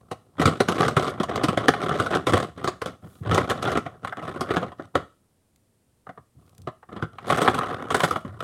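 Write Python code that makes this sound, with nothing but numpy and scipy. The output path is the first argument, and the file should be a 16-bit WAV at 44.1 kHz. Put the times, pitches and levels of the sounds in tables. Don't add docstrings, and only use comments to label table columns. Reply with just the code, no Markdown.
import sys
import numpy as np
from scipy import signal
from scipy.fft import rfft, irfft, next_fast_len
from scipy.io import wavfile
from scipy.ndimage import map_coordinates

SR = 44100
rng = np.random.default_rng(int(sys.argv[2]) if len(sys.argv) > 2 else 0)


def put_to_file(sound):
    columns = np.atleast_2d(sound).T
    safe = np.clip(columns, -1, 1)
    whole_steps = np.round(safe * 32767)
    wavfile.write(sys.argv[1], SR, whole_steps.astype(np.int16))


N = 371951

# [release_s, scrape_db, thud_db relative to scrape, hiss_db relative to scrape]
SNAG_EVENTS = [(0.113, -30.5, -3.5, -12.5), (0.396, -21.5, 4, -18), (0.415, -21.5, -6.5, -12),
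               (0.455, -15, 0.5, -9.5), (0.474, -19, 0.5, -14), (0.603, -15.5, -3, -12),
               (0.684, -20, -1.5, -9.5), (0.801, -26.5, 5, -18), (0.88, -26.5, -5, -7.5),
               (0.966, -15.5, -1, -17.5), (1.2, -23, 1.5, -17.5), (1.232, -26.5, -11, -9.5),
               (1.357, -27, -6, -8), (1.435, -20.5, 2, -7.5), (1.483, -19.5, -0.5, -14.5),
               (1.573, -18, -4.5, -15.5), (1.682, -11, -4, -11), (1.737, -25, -17, -20),
               (1.91, -22.5, -3, -35), (1.999, -18.5, -4, -16.5), (2.061, -24.5, -19, -18),
               (2.111, -28.5, -5, -14), (2.149, -23, -2.5, -10), (2.268, -19, -3.5, -9),
               (2.334, -15, -2.5, -16.5), (2.643, -24, -2, -15), (2.675, -21.5, -5, -10.5),
               (2.817, -27.5, -7, -14), (2.858, -32.5, -2, -6), (3.312, -20.5, 0.5, -19),
               (3.344, -22.5, 0, -7.5), (3.377, -18, -8, -16.5), (3.497, -23.5, -4, -5),
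               (3.512, -22.5, -8, -20), (3.624, -30.5, -10, -4.5), (3.674, -25, -9, -17),
               (3.753, -22, -3, -25), (3.771, -21.5, -1.5, -17), (3.861, -31, -4, -24),
               (4.047, -28.5, -22, -22.5), (4.073, -33, -19, -17.5), (4.124, -29.5, -26, -31.5),
               (4.224, -36.5, 1, -24.5), (4.277, -31.5, -1, -22.5), (4.36, -34, 2.5, -26),
               (4.408, -22.5, -2.5, -14.5), (4.506, -22.5, 0, -23.5), (4.567, -19.5, -0.5, -20.5),
               (4.628, -27.5, -7, -25), (4.718, -41.5, -10.5, -22), (4.795, -35, -0.5, -35),
               (4.953, -16, -4, -20.5), (6.068, -41, -13, -32.5), (6.091, -38, -5.5, -27.5),
               (6.175, -43, -9.5, -31), (6.672, -29, -2.5, -25.5), (6.829, -48, -18.5, -27.5),
               (6.889, -46, -3, -27), (6.962, -38, 3.5, -20), (7.024, -26, 2.5, -25),
               (7.184, -37, -21, -24), (7.3, -17, -12, -21), (7.322, -19, -6.5, -20),
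               (7.416, -19, -2.5, -13), (7.477, -11.5, -8, -24), (7.544, -26, -1, -12),
               (7.61, -27.5, -22, -31), (7.904, -21.5, -8, -19), (7.944, -15, -5.5, -18),
               (8.004, -22, -52, -14.5), (8.034, -14, -5.5, -18), (8.108, -20, -7, -22.5),
               (8.158, -22, -6.5, -26.5), (8.248, -35.5, 7.5, -28.5), (8.404, -30, -33, -18)]
LEVEL_SPAN_S = 0.01


def amp(db):
    return 10 ** (np.asarray(db) / 20)


def unit(x):
    return x / np.sqrt(np.mean(x ** 2) + 1e-20)


def along(points, hz):
    point_hz, values = np.transpose(points)
    return np.interp(np.log(hz + 1), np.log(point_hz), values)


def filtered(x, response):
    padded = next_fast_len(N + 8192)
    hz = np.fft.rfftfreq(padded, 1 / SR)
    return irfft(rfft(x, padded) * response(hz), padded)[:N]


def add(track, start_s, sound):
    part = track[max(round(start_s * SR), 0):][:len(sound)]
    part += sound[:len(part)]


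def resonance(hz, centre_hz, width_hz):
    return 1j * hz * width_hz / (centre_hz ** 2 - hz ** 2 + 1j * hz * width_hz)


def room_noise(level_db=-67.0):
    # [pitch_hz, density_db per Hz]
    noise_curve = [(35, -10.5), (90, 2), (280, -6.5), (500, -11.5), (1300, -23), (2200, -25.5), (6500, -28),
                   (9000, -22.5), (15500, -34)]
    noise = filtered(rng.standard_normal(N), lambda hz: amp(along(noise_curve, hz)))
    return amp(level_db) * unit(noise)


def slips(count, rate, spread_db):
    happens = rng.random(count) < rate / SR
    sign = rng.choice([-1, 1], count)
    return happens * sign * amp(spread_db * rng.standard_normal(count))


def minimum_phase(magnitudes, size):
    cepstrum = irfft(np.log(magnitudes))
    fold = np.r_[1, np.full(size // 2 - 1, 2), np.zeros(size // 2)]
    return irfft(np.exp(rfft(cepstrum * fold)))


def case_answers(levels, ripple_db=2.5, skin_hz=1320, skin_db=6, soft_hz=110, soft_db=-47,
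                 dull_hz=2000, dull_db=-33, light_db=-46, thin_hz=250, thin_slope=.55, size=2048):
    # [pitch_hz, level_db]
    case_curve = [(40, -34), (66, -13), (102, -0.5), (260, -1.5), (450, 1.5), (590, -2.5), (740, -2),
                  (930, -18.5), (1040, -8), (1290, -6), (1650, -17), (1880, -15.5), (2500, -23.5),
                  (3900, -23.5), (4400, -29), (7400, -38), (10000, -39.5), (16000, -56.5)]
    # [centre_hz, width_hz, lift_db]
    port_modes = [(2967, 120, 5), (3377, 540, 6.5), (6500, 62, 3.5), (8260, 500, 6)]
    band_corners = [300, 850, 1800, 6000]
    thud, scrape, hiss = levels
    hz = np.fft.rfftfreq(size, 1 / SR)
    octave = np.log2(hz + 1)
    db = along(case_curve, hz)
    for centre, width, lift in port_modes:
        db += lift / (1 + (2 * (hz - centre) / width) ** 2)
    db += ripple_db * map_coordinates(rng.standard_normal(size=80), [octave * 4], mode="mirror")
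    skin_octave = np.log2(skin_hz) + rng.normal(0, 0.28)
    db += skin_db * np.exp(-((octave - skin_octave) / .2) ** 2)
    corner_shares = ([0.82, 0.3, 0.067, 0.012],
                     [0.0076, 0.81, 0.64, 0.14],
                     [0.0016, 0.0026, 0, 0.97])
    shares = np.array([np.interp(octave, np.log2(band_corners), w) for w in corner_shares])
    thud_edge_hz = soft_hz * np.hypot(1, amp(thud - soft_db))
    shares[0] /= np.hypot(1, (hz / thud_edge_hz) ** 2)
    scrape_edge_hz = dull_hz * np.sqrt(amp(hiss - scrape - dull_db) / (1 + amp(light_db - scrape)))
    shares[1] /= np.hypot(1, (hz / scrape_edge_hz) ** 4)
    low_edge_hz = thin_hz * amp(thin_slope * min(scrape - thud, 24))
    shares[1] /= np.hypot(1, (low_edge_hz / (hz + 1)) ** 2)
    return minimum_phase(amp(db) * np.maximum(shares, .003), size)


def through_case(cluster, levels):
    bands = signal.fftconvolve(cluster[None], case_answers(levels), axes=1)
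    bands *= np.sqrt(LEVEL_SPAN_S * SR) / np.linalg.norm(bands, axis=1, keepdims=True)
    return amp(levels) @ bands


def friction(s, grab_db_per_s=802, sag_db_per_s=17, lift_db_per_s=261.5, even_db=-39, thud_slope=0.8):
    # [start_s, end_s, scrape_db at start, hiss_db relative to scrape]
    strokes = [(.01, .35, -66, -18), (0.397, 0.513, -30, -17.5), (0.526, .68, -43.5, -11),
               (0.68, 0.783, -31, -13.5), (0.792, 0.876, -22.5, -15), (0.976, 1.075, -28, -12.5),
               (1.08, 1.255, -40.5, -24), (1.288, 1.546, -31.5, -22), (1.59, 1.815, -33.5, -19.5),
               (1.817, 2.061, -29.5, -15.5), (2.123, 2.142, -21.5, -20.5), (2.289, 2.408, -26, -14),
               (2.571, 2.713, -42.5, -18), (2.864, 2.876, -38.5, -14), (3.035, 3.055, -51.5, -19.5),
               (3.056, 3.24, -61, -9.5), (3.257, 3.31, -33, -20), (3.32, 3.41, -25, -17.5),
               (3.44, 3.613, -36.5, -19.5), (3.632, 3.738, -29, -15.5), (3.832, 3.956, -51.5, -21.5),
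               (4.03, 4.09, -45, -21), (4.174, 4.474, -37.5, -22), (4.492, 4.546, -28.5, -21.5),
               (4.617, 4.632, -34, -24), (4.781, 4.836, -54, -13.5), (4.963, 4.98, -40, -24),
               (6.385, 6.655, -68.5, -13), (6.925, 7.025, -44, -24), (7.132, 7.22, -56.5, -16),
               (7.233, 7.28, -43, -19), (7.28, 7.34, -28.5, -13), (7.371, 7.476, -25, -15),
               (7.534, 7.735, -29, -23), (7.753, 7.91, -37.5, -25), (7.92, 8.07, -30, -13),
               (8.074, 8.143, -34, -16.5), (8.245, 8.4, -49.5, -23.5), (8.413, 8.427, -32, -25)]
    start, end, strength, bright = np.transpose(strokes)
    grab = grab_db_per_s * np.maximum(start - s, 0)
    sag = sag_db_per_s * np.maximum(s - start, 0)
    lift = lift_db_per_s * np.maximum(s - end, 0)
    level = strength - grab - sag - lift
    strongest = np.argmax(level)
    scrape = max(level[strongest], -120)
    thud = even_db + thud_slope * (scrape - even_db)
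    return np.array([thud, scrape, scrape + bright[strongest]])


def drag(scatter_db=2.0, t60=0.045, rise=0.0022, stick_s=0.0075, stick_db=-7, size=2048):
    track, t = np.zeros(N), np.arange(size) / SR
    envelope = (1 - np.exp(-t / rise)) * amp(-60 * t / t60)
    releases = np.r_[np.sort(np.transpose(SNAG_EVENTS)[0]), np.inf]
    for beat in np.arange(0, N / SR, LEVEL_SPAN_S):
        s = beat + LEVEL_SPAN_S * rng.uniform(-1, 0.46)
        wait = releases[np.searchsorted(releases, s)] - s
        levels = friction(beat) + stick_db * np.exp(-wait / stick_s)
        levels = levels + scatter_db * rng.standard_normal(size=3)
        cluster = slips(size, rate=2600, spread_db=2.5) * envelope
        add(track, s, through_case(cluster, levels))
    return track


def burst(t, t60, rise, lead=0.003, lead_db=-18):
    after = np.maximum(t - LEVEL_SPAN_S, 0)
    creak = amp(lead_db) * np.exp(-np.abs(t - LEVEL_SPAN_S) / lead)
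    return creak + (1 - np.exp(-after / rise)) * amp(-60 * after / t60)


def catches(rate=12, over_drag_db=2, thud_db=-3, hiss_db=4, scatter_db=2, size=2048):
    track = np.zeros(N)
    envelope = burst(np.arange(size) / SR, t60=0.015, rise=0.00031)
    for beat in np.arange(0, N / SR, 1 / rate):
        s = beat + rng.random() / rate
        levels = friction(s) + over_drag_db + scatter_db * rng.standard_normal()
        levels = levels + np.array([thud_db, 0, hiss_db])
        cluster = slips(size, rate=3000, spread_db=7.5) * envelope
        add(track, s - LEVEL_SPAN_S, through_case(cluster, levels))
    return track


def snags(size=2600, trim_db=1.99, base_t60=0.079, flesh_stretch=0.24):
    track, t = np.zeros(N), np.arange(size) / SR
    for s, strength, thud, hiss in SNAG_EVENTS:
        t60 = base_t60 * amp(flesh_stretch * thud)
        cluster = slips(size, rate=4500, spread_db=3.0) * burst(t, t60, rise=0.0007)
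        levels = trim_db + strength + np.array([thud, 0, hiss])
        add(track, s - LEVEL_SPAN_S, through_case(cluster, levels))
    return track


def port(x, corner_hz=9200, body_hz=750, body_loss=0.39):
    # [time_s, treble_lift_db]
    opening = [(1.2, -2.5), (3.2, 0), (3.8, -3), (4.25, 7.5), (4.7, -1.5), (6.9, -1.5), (7.35, 3.5),
               (7.7, 6), (8.1, 9)]
    lift_db = np.interp(np.arange(N) / SR, *np.transpose(opening))
    treble = filtered(x, lambda hz: hz ** 4 / (hz ** 4 + corner_hz ** 4))
    body = filtered(x, lambda hz: body_hz ** 4 / (hz ** 4 + body_hz ** 4))
    return x + (amp(lift_db) - 1) * treble + (amp(-body_loss * lift_db) - 1) * body


def bumps(rise=.006, rock_hz=100, rock_width_hz=30, flesh_hz=450, low_cut_hz=74, size=16000):
    # [start_s, fade_s (Gaussian), level_db before rise and low cut]
    pushes = [(0.964, 0.0099, -27), (2.317, 0.039, -19), (3.028, 0.042, -34), (3.205, 0.026, -29),
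              (3.254, 0.16, -26.5), (4.037, 0.014, -29), (4.391, 0.013, -27.5), (6.185, 0.021, -42.5),
              (6.348, .1, -50.5), (6.579, 0.11, -46), (7.318, .02, -17), (8.249, .14, -40.5)]
    track, t = np.zeros(N), np.arange(size) / SR
    for s, fade_s, db in pushes:
        add(track, s, amp(db) * (1 - np.exp(-t / rise)) * np.exp(-(t / fade_s) ** 2))

    def rocking(hz):
        return resonance(hz, rock_hz, rock_width_hz) / (1 + 1j * hz / flesh_hz) ** 2

    thumps = track * unit(filtered(rng.standard_normal(N), rocking))
    low_cut = signal.butter(4, low_cut_hz, "highpass", fs=SR, output="sos")
    return signal.sosfilt(low_cut, thumps)


def glides(centre_hz=10000, width_hz=6000):
    # [start_s, length_s, level_db at the top of the swell]
    slides = [(3.002, .27, -65), (6.33, 0.26, -77)]
    swell = np.zeros(N)
    for s, length, db in slides:
        add(swell, s, amp(db) * np.sin(np.pi * np.arange(0, length, 1 / SR) / length))
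    air = filtered(rng.standard_normal(N), lambda hz: resonance(hz, centre_hz, width_hz))
    return swell * unit(air)


def ticks(t60=0.016, low_hz=1800, high_hz=9000, trim_db=-1):
    # [start_s, level_db before trim and filter]
    tick_events = [(5.5603, -49), (6.4641, -54.5), (6.4943, -49), (6.5495, -50.5), (6.5805, -39.5),
                   (6.6186, -43)]
    track, t = np.zeros(N), np.arange(1024) / SR
    for s, db in tick_events:
        add(track, s, amp(db + trim_db - 60 * t / t60) * rng.standard_normal(len(t)))

    def bright(hz):
        return hz ** 2 / (hz ** 2 + low_hz ** 2) / np.hypot(1, (hz / high_hz) ** 2)

    return filtered(track, bright)


def after_ring(x, ring_hz=1330, width_hz=170, t60=.36, level_db=-39):
    t = np.arange(SR // 2) / SR
    ring = filtered(rng.standard_normal(N), lambda hz: resonance(hz, ring_hz, width_hz) ** 2)
    tail = ring[:len(t)] * amp(-60 * t / t60)
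    return amp(level_db) * signal.fftconvolve(x, tail / np.linalg.norm(tail))[:N]


def room(x):
    # [pitch_hz, t60_s]
    decay_times = [(150, 0.28), (1300, 0.29), (8000, 0.37)]
    hz, t, z = signal.stft(rng.standard_normal(SR // 2), SR, nperseg=256)
    decay = amp(-60 * t / along(decay_times, hz)[:, None])
    tail = signal.istft(z * decay, SR, nperseg=256)[1]
    return signal.fftconvolve(x, tail / np.linalg.norm(tail))[:N]


def scene():
    rubbing = port(snags() + drag() + catches())
    fingers = rubbing + bumps() + glides() + ticks()
    return (fingers + after_ring(fingers) + amp(-14.0) * room(fingers) + room_noise())[None]


def record(dry, top_hz=16000):
    rounded = dry[0] / (1 + dry[0] ** 6) ** (1 / 6)
    return filtered(rounded, lambda hz: hz < top_hz)[None]


dry = scene()
out = record(dry)
put_to_file(out)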